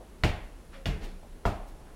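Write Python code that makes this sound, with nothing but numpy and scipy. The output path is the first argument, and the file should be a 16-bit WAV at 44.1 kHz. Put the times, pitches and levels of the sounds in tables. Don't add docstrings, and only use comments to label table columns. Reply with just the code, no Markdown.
import sys
import numpy as np
from scipy import signal
from scipy.io import wavfile

SR = 44100
rng = np.random.default_rng(int(sys.argv[2]) if len(sys.argv) > 2 else 0)


def inscribe(sig):
    pcm = np.round(np.clip(np.atleast_2d(sig).T, -1, 1) * 32767)
    wavfile.write(sys.argv[1], SR, pcm.astype(np.int16))


N = 85995
T = np.arange(N) / SR

# start in seconds, boom, knock, slap and grit gains in dB, thud level in dB,
# thud pitch in Hz, thud swell in seconds, stairwell gain in dB.
STEPS = [(0.2361, 4, 2.5, 3.5, 4.5, -22, 42, 0.0055, -3), (0.857, 0.5, -10, -6, -2, -23, 43.7, 0.052, 0),
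         (1.4531, -6.5, -5.5, -14, -7, -20, 38.7, 0.0062, 5)]


def from_db(db):
    return 10 ** (np.asarray(db) / 20)


def at_hz(points, hz):
    return np.interp(np.log(hz), np.log(np.array(points)[:, 0]), np.array(points)[:, 1])


def hump(hz, centre_hz, octaves):
    return np.exp(-.5 * (np.log2(hz / centre_hz) / octaves) ** 2)


def since(start_s):
    return np.maximum(T - start_s, 0)


def sine(start_s, hz):
    return np.sin(2 * np.pi * hz * since(start_s))


def dying(start_s, t60_s):
    return (T >= start_s) * np.exp(-np.log(1000) * since(start_s) / t60_s)


def swelling(start_s, swell_s, t60_s):
    rise = np.minimum(since(start_s) / swell_s, 1)
    return rise * np.exp(-np.log(1000) * since(start_s + swell_s) / t60_s)


def band_noise(level):
    edges_hz = 22 * 2 ** (np.arange(30) / 3)
    out, lead = 0, SR // 5
    white = rng.standard_normal((2, N + lead))
    for k, (low, high) in enumerate(zip(edges_hz, edges_hz[1:])):
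        envelope = np.pad(level(np.sqrt(low * high)) * np.ones(N), (lead, 0), "edge")
        band = signal.butter(2, [low, high], "band", fs=SR, output="sos")
        out = out + signal.sosfilt(band, envelope * white[k % 2] + 1e-18)
    return out[lead:]


def background():
    # frequency in Hz, relative noise density in dB.
    air = [(25, 18.5), (50, 11), (100, -2.5), (200, -1), (400, -5), (700, -11.5), (1300, -17.5),
           (2500, -22.5), (5000, -27.5), (10000, -29.5), (15000, -37.5)]
    whine_hz, half_width_hz = 10840, 300
    edges_hz = [whine_hz - half_width_hz, whine_hz + half_width_hz]
    band = signal.butter(2, edges_hz, "band", fs=SR, output="sos")
    whine = signal.sosfilt(band, rng.standard_normal(N))
    return band_noise(lambda hz: from_db(at_hz(air, hz) - 35)) + from_db(-75.5) * whine / whine.std()


def squeaks():
    # start and length in seconds, first and last pitch in Hz, level in dB.
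    glides = [(0.742, 0.1, 549.6, 540, -50), (0.911, .075, 454, 419, -44)]
    waver_depth, waver_hz = 0.016, 55
    waver = signal.sosfilt(signal.butter(2, waver_hz, fs=SR, output="sos"), rng.standard_normal(N))
    bend = 1 + waver_depth * waver / waver.std()
    out = np.zeros(N)
    for start_s, length_s, first_hz, last_hz, db in glides:
        progress = np.clip(since(start_s) / length_s, 0, 1)
        hz = (last_hz + (first_hz - last_hz) * (1 - progress) ** 2) * bend
        envelope = np.sqrt(abs(np.sin(np.pi * progress)))
        out += from_db(db) * envelope * np.sin(2 * np.pi * np.cumsum(hz) / SR)
    return out


def scuffs():
    # start in seconds, level in dB, centre in Hz, width in octaves, swell and T60 in seconds.
    rubs = [(0.0, -28.5, 594, 0.37, 0.0047, 0.23), (0.711, -39.5, 1390, 0.96, 0.037, 0.3),
            (0.995, -40.5, 1940, 0.96, 0.042, 0.44), (0.998, -25.5, 253, 1.12, 0.027, 0.43),
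            (1.226, -31, 715, 0.3, 0.0066, 0.16), (1.69, -41.5, 700, .4, 0.1, 2.2),
            (1.85, -46, 1200, 0.41, 0.017, 0.48)]
    # start in seconds, level in dB, centre in Hz.
    bumps = [(0.2388, -20.5, 330), (0.882, -31, 260), (.904, -32, 330), (0.96, -30, 110), (1.225, -33, 400),
             (1.471, -17.5, 690)]
    # start in seconds, level in dB.
    rustles = [(.42, -60), (1.02, -50.5), (1.659, -56)]
    rustle_peak_hz, rustle_db_per_octave = 4040, -5
    bursts = [(from_db(db) * swelling(start_s, swell_s, t60_s), centre_hz, octaves)
              for start_s, db, centre_hz, octaves, swell_s, t60_s in rubs]
    bump_octaves = 0.73
    bursts += [(from_db(db) * dying(start_s, t60_s=0.062), centre_hz, bump_octaves)
               for start_s, db, centre_hz in bumps]
    cloth = sum(from_db(db) * swelling(start_s, swell_s=0.027, t60_s=0.17) for start_s, db in rustles)

    def level(hz):
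        power = sum((burst * hump(hz, centre_hz, octaves)) ** 2 for burst, centre_hz, octaves in bursts)
        tilt = from_db(rustle_db_per_octave * abs(np.log2(hz / rustle_peak_hz)))
        return np.sqrt(power + (cloth * tilt) ** 2)
    return band_noise(level)


def clacks():
    # frequency in Hz, level in dB.
    clack_modes = [
        [(340, -20), (660, -21), (1000, -23), (1420, -24), (1850, -24.5), (2250, -19), (2850, -22),
         (3380, -28.5), (4400, -27.5)],
        [(450, -29), (1950, -29.5), (2800, -29.5), (3570, -30.5)],
        [(430, -22), (640, -19.5), (960, -22), (1370, -20.5), (2050, -31), (3250, -36.5)],
    ]
    out = np.zeros(N)
    for (start_s, *_), modes in zip(STEPS, clack_modes):
        for k, (hz, db) in enumerate(modes):
            out += (-1) ** k * from_db(db) * dying(start_s, t60_s=0.021) * sine(start_s, hz)
    return out


def slaps():
    # frequency in Hz, relative noise density in dB.
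    contact = [(100, -9), (250, -13), (600, -8), (1300, -3), (2600, -6.5), (4500, -9), (8000, -33),
               (15000, -39)]
    # frequency in Hz, relative noise density in dB.
    well = [(100, 8), (170, -1.5), (260, -0.5), (350, 1.5), (490, -6), (660, 2), (1100, -9), (1700, -8),
            (2400, -8), (4500, -17), (8000, -29), (15000, -40.5)]
    # frequency in Hz, T60 in seconds.
    well_t60 = [(100, .35), (350, 0.49), (800, 0.65), (2400, 0.55), (5000, 0.38), (12000, 0.38)]
    contact_db, well_db, early_db, build_s = -12, -17, -4, 0.0052

    def level(hz):
        power = 0
        for start_s, boom_db, knock_db, slap_db, grit_db, *_, step_well_db in STEPS:
            # frequency in Hz, this footfall's gain in dB.
            colour = [(198, boom_db), (620, knock_db), (1430, knock_db),
                      (1680, slap_db), (4040, slap_db), (10000, grit_db)]
            crack = dying(start_s, t60_s=0.021) * from_db(contact_db + at_hz(contact, hz))
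            early = from_db(early_db) * swelling(start_s, build_s, t60_s=0.16)
            tail = swelling(start_s, build_s, at_hz(well_t60, hz))
            reverb = (early + tail) * from_db(well_db + step_well_db + at_hz(well, hz))
            power = power + from_db(at_hz(colour, hz)) ** 2 * (crack ** 2 + reverb ** 2)
        return np.sqrt(power)
    return band_noise(level)


def staircase():
    # frequency in Hz, level in dB, T60 in seconds.
    tread_modes = [
        [(78.5, -21.5, 0.277), (101, -28, 0.41), (121, -20, 0.19), (170, -24.5, .24), (217.6, -33, .35),
         (347, -27.5, 0.19), (613, -28, 0.11), (718, -36, 0.19), (773, -34.5, 0.32), (1877, -41.5, 0.48),
         (2297, -32, 0.12), (2338, -43.5, 0.38), (2630, -52, 0.094), (3140, -47, 0.12)],
        [(78.9, -30.5, 0.52), (101.9, -35.5, 0.6), (143.2, -32, 0.284), (188, -39, 0.93), (333, -45.5, 0.53),
         (672, -37.5, 0.13), (1417, -39, 0.092), (1740, -61, .2), (2110, -57, .22), (2380, -49, .25),
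         (2875, -46, 0.38), (3340, -38.5, 0.057)],
        [(63, -32.5, 0.31), (107.8, -27.5, 0.23), (195.6, -31, 0.31), (305, -33, 0.098), (417, -36, .25),
         (545, -36.5, 0.11), (629, -30.5, 0.2), (688.6, -33, 0.35), (945, -37.5, 0.33), (1007, -38, 0.14),
         (1340, -50, 0.12), (1306, -39.5, 0.07), (1462, -46, 0.17)],
    ]
    # start in seconds, level in dB, frequency in Hz.
    sways = [(0.399, -39.5, 35.7), (1.017, -32.5, 27.95), (1.594, -35, 31.7)]
    out = np.zeros(N)
    for (start_s, *_, thud_db, thud_hz, swell_s, _), modes in zip(STEPS, tread_modes):
        for k, (hz, db, t60_s) in enumerate(modes):
            out += (-1) ** k * from_db(db) * dying(start_s, t60_s) * sine(start_s, hz)
        heave = from_db(thud_db) * swelling(start_s, swell_s, t60_s=0.21)
        out += heave * np.cos(2 * np.pi * thud_hz * since(start_s))
    for start_s, db, hz in sways:
        out += from_db(db) * swelling(start_s, swell_s=0.02, t60_s=0.69) * sine(start_s, hz)
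    return out


def scene():
    return (clacks() + slaps() + staircase() + scuffs() + squeaks() + background())[None]


def record(dry):
    return signal.sosfilt(signal.ellip(12, .1, 80, 16000, fs=SR, output="sos"), dry)


dry = scene()
out = record(dry)
inscribe(out)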